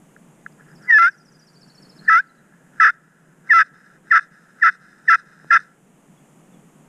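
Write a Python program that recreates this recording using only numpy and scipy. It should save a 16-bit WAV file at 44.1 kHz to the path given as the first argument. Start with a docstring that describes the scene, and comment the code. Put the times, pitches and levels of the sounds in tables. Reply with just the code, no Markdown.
"""Quiet hillside air, low rumble and hiss; a wooden striker taps the slate of a pot call.
Far off a small bird sings a falling series of swept and arched notes; other birds add single chips.
The striker then makes eight turkey yelps: stick-slip pulses ring the pot, a high whine breaking to a raspy low note.
Between yelps the tip slides back softly, as random grains through the same resonances.
A gain control ducks everything under loud sound and recovers slowly after each yelp."""
import sys
import numpy as np
from scipy import signal
from scipy.fft import rfft, irfft
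from scipy.io import wavfile
from scipy.ndimage import uniform_filter1d

SR = 44100
rng = np.random.default_rng(int(sys.argv[2]) if len(sys.argv) > 2 else 0)


def waveform_to_disk(signal):
    """Save audio, clipped to [-1, 1], as 16-bit WAV at the path in sys.argv[1]."""
    frames = np.transpose(np.atleast_2d(signal))
    scaled = np.clip(frames, -1, 1) * 32767
    samples = np.round(scaled).astype(np.int16)
    wavfile.write(sys.argv[1], SR, samples)


N = 303408
TIME = np.arange(N) / SR   # s

# strokes, each a whine that breaks into a low note, which may end in chatter; limp = long-short alternation of slips:
# start_s, attack_s, whine_s, low_s, release_s, open_hz, low_hz, close_hz, level_db,
# rasp (0-1), limp (0-1), chatter_s, chatter_rasp (0-1), upper_modes_db
STROKES = [(.868, 0.04, .1155, 0.11855, .019, 1010, 676.2, 884.8, -1.5, .11, 0, .021, 0.2, -2),
           (2.073, .014, .022, 0.11663, .008, 958.8, 656.2, 867, -1, .14, .55, 0.053, .1, -0.5),
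           (2.797, 0.0046, .0065, 0.1057, .007, 879.2, 665.5, 785.5, -1, .12, .35, .034, .41, 0),
           (3.486, 0.022, .046, 0.10063, .014, 1045, 671.1, 690, 0, .08, .08, .042, .55, 0.5),
           (4.101, 0.014, .024, .074, .009, 1017, 670.4, 728.9, -1, .22, 0.1, 0.043, .55, 0),
           (4.608, .022, .028, .069, .012, 987.4, 671, 808.4, -1, .12, 0.2, .043, .7, -1.5),
           (5.072, .014, .025, .064, 0.0065, 997.1, 674.4, 735.9, -1, .17, .18, 0.035, .55, 1.5),
           (5.5, 0.0082, .012, 0.06843, 0.008975, 927.6, 681, 690.3, -2, .24, 0.3, 0.032, .62, 2)]


def from_db(db):
    """Amplitude ratio of a level in dB."""
    return 10 ** (np.asarray(db) / 20)


def rms_one(x):
    """Scales to an RMS of 1."""
    return x / np.sqrt(np.mean(x ** 2) + 1e-20)


def ramp(x):
    """Rises from 0 to 1 and stays there."""
    return np.clip(x, 0, 1)


def in_time(rows):
    """Each column of a curve, joined by straight lines."""
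    s, *columns = np.transpose(rows)
    return [np.interp(TIME, s, c) for c in columns]


def drift(rate_hz):
    """Slow chance with a spread of 1: two-pole low-passed noise, made at SR / 40."""
    r = np.exp(-80 * np.pi * rate_hz / SR)
    noise = rng.standard_normal(N // 40 + 2002)
    slow = signal.lfilter([1], [1, -2 * r, r * r], noise)[2000:]   # drop the settling
    return np.interp(np.arange(N) / 40, np.arange(len(slow)), rms_one(slow))


def band(x, low_hz, high_hz, order=2):
    """Butterworth band-pass."""
    sos = signal.butter(order, [low_hz, high_hz], "band", fs=SR, output="sos")
    return signal.sosfilt(sos, x + 1e-18)


def resonate(x, modes):
    """Parallel resonances of alternating sign."""
    out = np.zeros(N)
    for k, (hz, width_hz, db) in enumerate(modes):
        r = np.exp(-np.pi * width_hz / SR)
        poles = [1, -2 * r * np.cos(2 * np.pi * hz / SR), r * r]
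        gain = (-1) ** k * from_db(db) * (1 - r * r) / 2
        out += gain * signal.lfilter([1, 0, -1], poles, x + 1e-18)
    return out


def clicks(times_s, sizes):
    """Impulses placed between samples."""
    at = np.clip(np.asarray(times_s) * SR, 0, N - 2)
    i = at.astype(int)
    return np.bincount(i, sizes * (1 - at + i), N) + np.bincount(i + 1, sizes * (at - i), N)


def air(level_db=-51, waver_db=1.5753, split_hz=500):
    """Low rumble of open country, wavering a little, under a steady hiss."""
    # air and microphone hiss, relative spectral density: freq_hz, level_db
    hiss_curve = [(30, -16.5), (95, -32), (150, 3.5), (200, -1), (300, -8), (600, -14.5), (1200, -20),
                  (2200, -26), (3000, -29), (4200, -41), (5500, -37.5), (6800, -27), (10000, -31.5),
                  (15000, -44.5)]
    hz, db = np.transpose(hiss_curve)
    f = np.maximum(np.fft.rfftfreq(N, 1 / SR), 1)
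    spectrum = rfft(rng.standard_normal(N)) * from_db(np.interp(np.log(f), np.log(hz), db))
    low = 1 / (1 + (f / split_hz) ** 2)
    rumble = irfft(spectrum * low, N) * from_db(waver_db * drift(3.9))
    hiss = irfft(spectrum * (1 - low), N)
    return from_db(level_db) * rms_one(rumble + hiss)


def pot(force):
    """The call's body: strong resonances in a steep band, with faint low modes below."""
    # slate over its sound chamber: freq_hz, width_hz, level_db
    slate_modes = [(1334, 170, -2.5), (1677.6, 165.7, 0.5), (2054.7, 220, -14)]
    # faint air and wall modes of the pot: freq_hz, width_hz, level_db
    low_modes = [(449, 58, -33.5), (690, 380, -41.5), (1044, 50, -29)]
    slate = band(resonate(force, slate_modes), 1241.8, 2140, order=4)
    return slate + band(resonate(force, low_modes), 300, 760)


def overtones(force):
    """The high ring of slate and striker."""
    # weaker modes of slate and striker: freq_hz, width_hz, level_db
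    upper_modes = [(2503.8, 100, -20), (2760, 700, -35), (3588.4, 60, -27.5), (4887.4, 360, -37.5),
                   (5212.7, 190, -29.5), (5914, 140, -36), (6520, 290, -48.5), (8310, 150, -45),
                   (8980, 680, -57), (10850, 260, -64)]
    return band(resonate(force, upper_modes), 1800, 12500)


def knocks(rows, body):
    """Single touches ring a body; the largest peak of the whole takes the highest listed level."""
    s, db = np.transpose(rows)
    sound = body(clicks(s, from_db(db)))
    return sound / np.abs(sound).max() * from_db(db.max())


def taps():
    """The tip set down on the slate: impulses into pot and upper modes."""
    # touches of the tip: time_s, level_db
    tap_rows = [(.163, -35.5), (.462, -20.5), (4.586, -38), (4.928, -33), (5.398, -36), (5.591, -18)]
    return knocks(tap_rows, lambda x: pot(x) + from_db(-13) * overtones(x))


def bird(sweep_db=-2, arch_db=-1.0, chip_fall=0.074, waver_db=4.5):
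    """Each syllable of the song falls steeply, then hooks up and over; other birds add single chips."""
    # short calls of other distant birds: start_s, pitch_hz, length_s, level_db
    chips = [(.521, 4980, 0.0077, -59), (6.162, 3360, 0.0358, -72), (6.52, 3430, 0.04777, -71)]
    sweep_s, arch_delay_s, arch_s = .031, .019, .036
    u = np.linspace(0, 1, int(sweep_s * SR))
    v = np.linspace(0, 1, int(arch_s * SR))
    sweep = 1.02 - .31 * u ** 1.6
    arch = 1.01 - .19 * (2 * v - 1.1) ** 2
    out = np.zeros(N)
    for s, top_hz, arch_hz, db in syllables():
        out += whistle(s - .004, top_hz * sweep, db + sweep_db)
        out += whistle(s + arch_delay_s, arch_hz * arch, db + arch_db)
    for s, hz, length_s, db in chips:
        fall = 1 + chip_fall * np.linspace(1, -1, int(length_s * SR))
        out += whistle(s, hz * fall, db)
    return out * from_db(waver_db * drift(40))   # the voice wavers within each note


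def syllables(count=25, start_s=.605, spacing_s=.0713, drag_s=.028):
    """Onsets and pitches along the song, evenly spaced but for the last few, which drag."""
    # course of the song: time_s, sweep_top_hz, arch_hz, level_db
    song = [(0.599, 5600, 5080, -76.5), (.85, 5850, 4982, -52), (1.281, 6200, 5017, -53.5),
            (1.7, 5780, 4505, -50.5), (2.35, 5050, 3970, -66.5)]
    k = np.arange(count)
    s = start_s + spacing_s * k + drag_s * (k / k[-1]) ** 10
    at, *columns = np.transpose(song)
    return zip(s, *(np.interp(s, at, c) for c in columns))


def whistle(start_s, hz, db):
    """One softly swelling sine that follows the pitch curve."""
    out, i = np.zeros(N), int(start_s * SR)
    tone = np.sin(2 * np.pi * np.cumsum(hz) / SR)
    out[i:i + len(hz)] = from_db(db) * np.sqrt(2) * np.hanning(len(hz)) * tone
    return out


def slide(grain_db=0.5, flutter_db=0.5, catch_db=1.14):
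    """Fine grains of slate tick under the lightly moving tip, in uneven clumps."""
    # the hand grows brisker through the series: time_s, skid_db, hiss_db
    briskness = [(1.1, -51.5, 2.5), (2.2, -51.5, 10), (4.1, -38.5, 16), (5.6, -37, 18.5)]
    skid_db, hiss_db = in_time(briskness)
    ticks = rng.random(N) < 4000 / SR   # 4000 grains per s
    grains = ticks * rng.standard_normal(N) * from_db(grain_db * rng.standard_normal(N))
    grains = grains * from_db(flutter_db * drift(5) + catch_db * drift(90))
    hiss = overtones(np.diff(grains, 2, prepend=[0, 0]))   # tiny contacts favour the high modes
    hiss += from_db(-45) * band(grains, 3600, 4300)   # dry scratch straight off the stone
    return sliding(skid_db) * rms_one(pot(grains) + from_db(hiss_db) * hiss)


def sliding(skid_db):
    """Strength of the light contact: return slides, a rub before each yelp grips and a skid after it."""
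    # the tip sliding lightly back over the slate: start_s, length_s, level_db
    slides = [(0.578, 0.0717, -50.5), (.65, 0.1306, -51), (1.12, 0.258, -54.5), (1.326, 0.96, -61),
              (2.26, 0.54, -54), (2.98, 0.431, -52), (3.722, 0.287, -45), (4.3, 0.26, -46),
              (4.792, 0.2585, -44.5), (5.242, 0.34, -46), (5.649, .13, -56)]
    slide_attack_s, slide_release_s, sag_db = 0.028, 0.045, 8.5
    rub_db, rub_rise_db_per_s = -43.5, 259.5
    skid_hold_s, skid_fall_db_per_s = .035, 456
    power = np.zeros(N)
    for start_s, length_s, db in slides:
        t = TIME - start_s
        edges = ramp(t / slide_attack_s) * ramp((length_s - t) / slide_release_s)
        power += (edges * from_db(db - sag_db * ramp(t / length_s))) ** 2
    for start_s, attack_s, whine_s, low_s, release_s, *_ in STROKES:
        before = start_s - TIME
        after = TIME - (start_s + whine_s + low_s)
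        rub = from_db(rub_db - rub_rise_db_per_s * ramp(before))
        skid = from_db(skid_db - skid_fall_db_per_s * ramp(after - skid_hold_s))
        power += (ramp(1 + before / attack_s) * rub) ** 2
        power += (ramp(1 + after / release_s) * skid) ** 2
    return np.sqrt(power)


def yelps(grit_db=-56, bite_flicker_db=2.5, even_s=.005, lead_s=0.0014):
    """Stick-slip pulses and a little grit drive the pot; the hand sets the strength of the swing."""
    force, strength, upper_db = np.zeros(N), np.zeros(N), np.zeros(N)
    for rows in map(stroke, STROKES):
        s, _, db, _, _, bright_db = np.transpose(rows)
        upper_db += np.interp(TIME, s, bright_db, left=0, right=0)
        times_s, sizes = slips(rows)
        force += clicks(times_s - lead_s, sizes)   # the pot takes a moment to follow the tip
        strength += np.interp(TIME, s, from_db(db), left=0, right=0)
    strength = np.abs(uniform_filter1d(strength, size=60))
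    tone = pot(force + from_db(grit_db) * rng.standard_normal(N))
    # running level of the tone, divided out so that strength alone sets it
    swing = np.sqrt(np.abs(uniform_filter1d(tone ** 2, int(even_s * SR))) + 1e-12)
    # each slip scrapes the stone for a moment
    scrape = from_db(-18) * signal.lfilter([1], [1, -.95], force) * rng.standard_normal(N)
    # a harder swing snaps more sharply and wakes the upper modes
    snap = strength ** 1.3
    upper = overtones((force + scrape) * snap * from_db(upper_db + bite_flicker_db * drift(41)))
    return tone / swing * strength + upper / np.average(swing, weights=strength)


def stroke(yelp):
    """One stroke of the hand, as rows of time_s, slip_hz, level_db, rasp, limp, upper_modes_db."""
    (start_s, attack_s, whine_s, low_s, release_s, open_hz, low_hz, close_hz, level_db,
     rasp, limp, chatter_s, chatter_rasp, upper_db) = yelp
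    # the whine swells out of a light touch and sinks to the pitch at which the tip loses its grip
    touch_db, break_hz, whine_bend, whine_swell_db = -33, 855.5, 2.1, 6
    whine_rasp, whine_limp, whine_upper_db = 0.022, .08, -5
    # the low note starts weaker, swells in the middle; its pitch rises and it fades as the hand eases off
    break_dip_db, low_swell_db, ease_db_per_hz, ease_bend = 4.5, 2.5, 0.0464, 4.0
    # limp and slowing of the slips are per unit of chatter rasp
    chatter_onset_s, chatter_limp, chatter_drag_hz = 0.0072, .55, 49.45

    length_s = whine_s + low_s
    t = np.arange(0, length_s, 1 / 2000)
    to_break = ramp((whine_s - t) / (whine_s - attack_s / 2))   # pitch sinks from halfway through the attack
    low = ramp((t - whine_s) / low_s)
    broken = ramp((t - whine_s) / .002 + .5)
    ease_hz = (close_hz - low_hz) * low ** ease_bend
    chatter = ramp((t - length_s + chatter_s) / chatter_onset_s + .5)
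    catch_hz, catch_db = catches(start_s + t)
    slowed_hz = chatter_drag_hz * chatter_rasp * chatter
    edges = ramp(2 * t / attack_s) * ramp((length_s - t) / release_s)
    edges_db = touch_db * ramp(1 - t / attack_s) + 20 * np.log10(edges + 1e-3)

    def across_break(whine, low_note):
        """Crossfades from the whine's value to the low note's."""
        return whine + broken * (low_note - whine)

    whine_hz = break_hz + (open_hz - break_hz) * to_break ** whine_bend
    hz = across_break(whine_hz, low_hz + ease_hz - slowed_hz) - catch_hz
    low_db = low_swell_db * np.sin(np.pi * low) - break_dip_db - ease_db_per_hz * ease_hz
    swell_db = across_break(-whine_swell_db * to_break, low_db) + catch_db
    low_rasp = rasp + (chatter_rasp - rasp) * chatter
    low_limp = limp + (chatter_limp * chatter_rasp - limp) * chatter
    return np.transpose([start_s + t, hz, level_db + edges_db + swell_db,
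                         across_break(whine_rasp, low_rasp),
                         across_break(whine_limp, low_limp),
                         upper_db + across_break(whine_upper_db, 0)])


def catches(s):
    """Pitch drop in Hz and gain in dB where the tip skips or digs in, at the times s."""
    # brief changes of pressure within a stroke: time_s, half_length_s, pitch_drop_hz, gain_db
    catch_rows = [(0.919, .003, -20.5, -11), (2.859, .014, 235, 2), (4.187, .003, -2, -15)]
    at, half_s, drop_hz, gain_db = np.transpose(catch_rows)
    depth = 1 / (1 + ((s[:, None] - at) / half_s) ** 4)
    return depth @ drop_hz, depth @ gain_db


def slips(rows, jitter=0.12, limp_shift=0.014, stumble=0.2, size_db=3.0, tremble=0.0077):
    """Times and sizes of the slips in one stroke; shifts are in slip periods."""
    s, hz, _, rasp, limp, _ = np.transpose(rows)
    t = np.arange(s.min(), s.max(), 1 / SR)
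    # the grain of the stone makes the slip rate tremble
    cycles = np.cumsum(np.interp(t, s, hz) * (1 + tremble * drift(130)[:len(t)])) / SR
    k = np.arange(int(cycles[-1]))
    at = np.interp(k, cycles, t)
    hz, rasp, limp = (np.interp(at, s, c) for c in (hz, rasp, limp))
    chance = rng.standard_normal((400, 2))[:len(k)]
    # under pressure the tip catches unevenly: in twos, in threes, and at random
    late = limp_shift * limp * (-1.) ** k
    late += stumble * rasp ** 2 * np.sin(2 * np.pi * k / 3)
    late += jitter * rasp * chance[:, 0]
    return at + late / hz, from_db(size_db * rasp * chance[:, 1])


def bumps():
    """Soft bumps of hand and clothing: impulses through low band-passes."""
    # bumps: time_s, level_db
    bump_rows = [(5.4455, -31.5)]
    return knocks(bump_rows, lambda x: band(band(x, 156, 450, order=1), 144, 1500))


def hillside(x, echo_db, t60_s):
    """Faint scatter from ground and brush: convolution with decaying noise."""
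    t = TIME[:SR // 2]
    scatter = rng.standard_normal(len(t)) * from_db(-60 * t / t60_s) * (t > .006)
    return x + from_db(echo_db) * signal.fftconvolve(x, scatter / np.linalg.norm(scatter))[:N]


def scene():
    """The call close by, the birds far off across the slope."""
    call = hillside(taps() + slide() + yelps(), echo_db=-35.5, t60_s=0.44)
    birds = hillside(bird(), echo_db=-7.0, t60_s=.4)
    return (air() + birds + call + bumps())[None]


def released(db, db_per_s):
    """Holds each peak and lets it sink at a steady rate."""
    return np.maximum.accumulate(db + db_per_s * TIME) - db_per_s * TIME


def record(dry, limit_db=-8.5, fast_db_per_s=70, slow_db_per_s=7.5, slow_share=0.97):
    """Gain control with a quick and a slow release, its gain smoothed, and the top cut."""
    level_db = 10 * np.log10(np.abs(uniform_filter1d(dry[0] ** 2, size=130)) + 1e-12)
    over_db = np.maximum(level_db - limit_db, 0)
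    fast_db = released(over_db, fast_db_per_s)
    slow_db = released(slow_share * over_db, slow_db_per_s)
    duck_db = np.maximum(fast_db, slow_db)
    out = dry * from_db(-uniform_filter1d(duck_db, size=90))
    top_cut = signal.cheby2(14, 70, 16000, fs=SR, output="sos")   # 70 dB down from 16 kHz
    return signal.sosfilt(top_cut, out)


dry = scene()
out = record(dry)
waveform_to_disk(out)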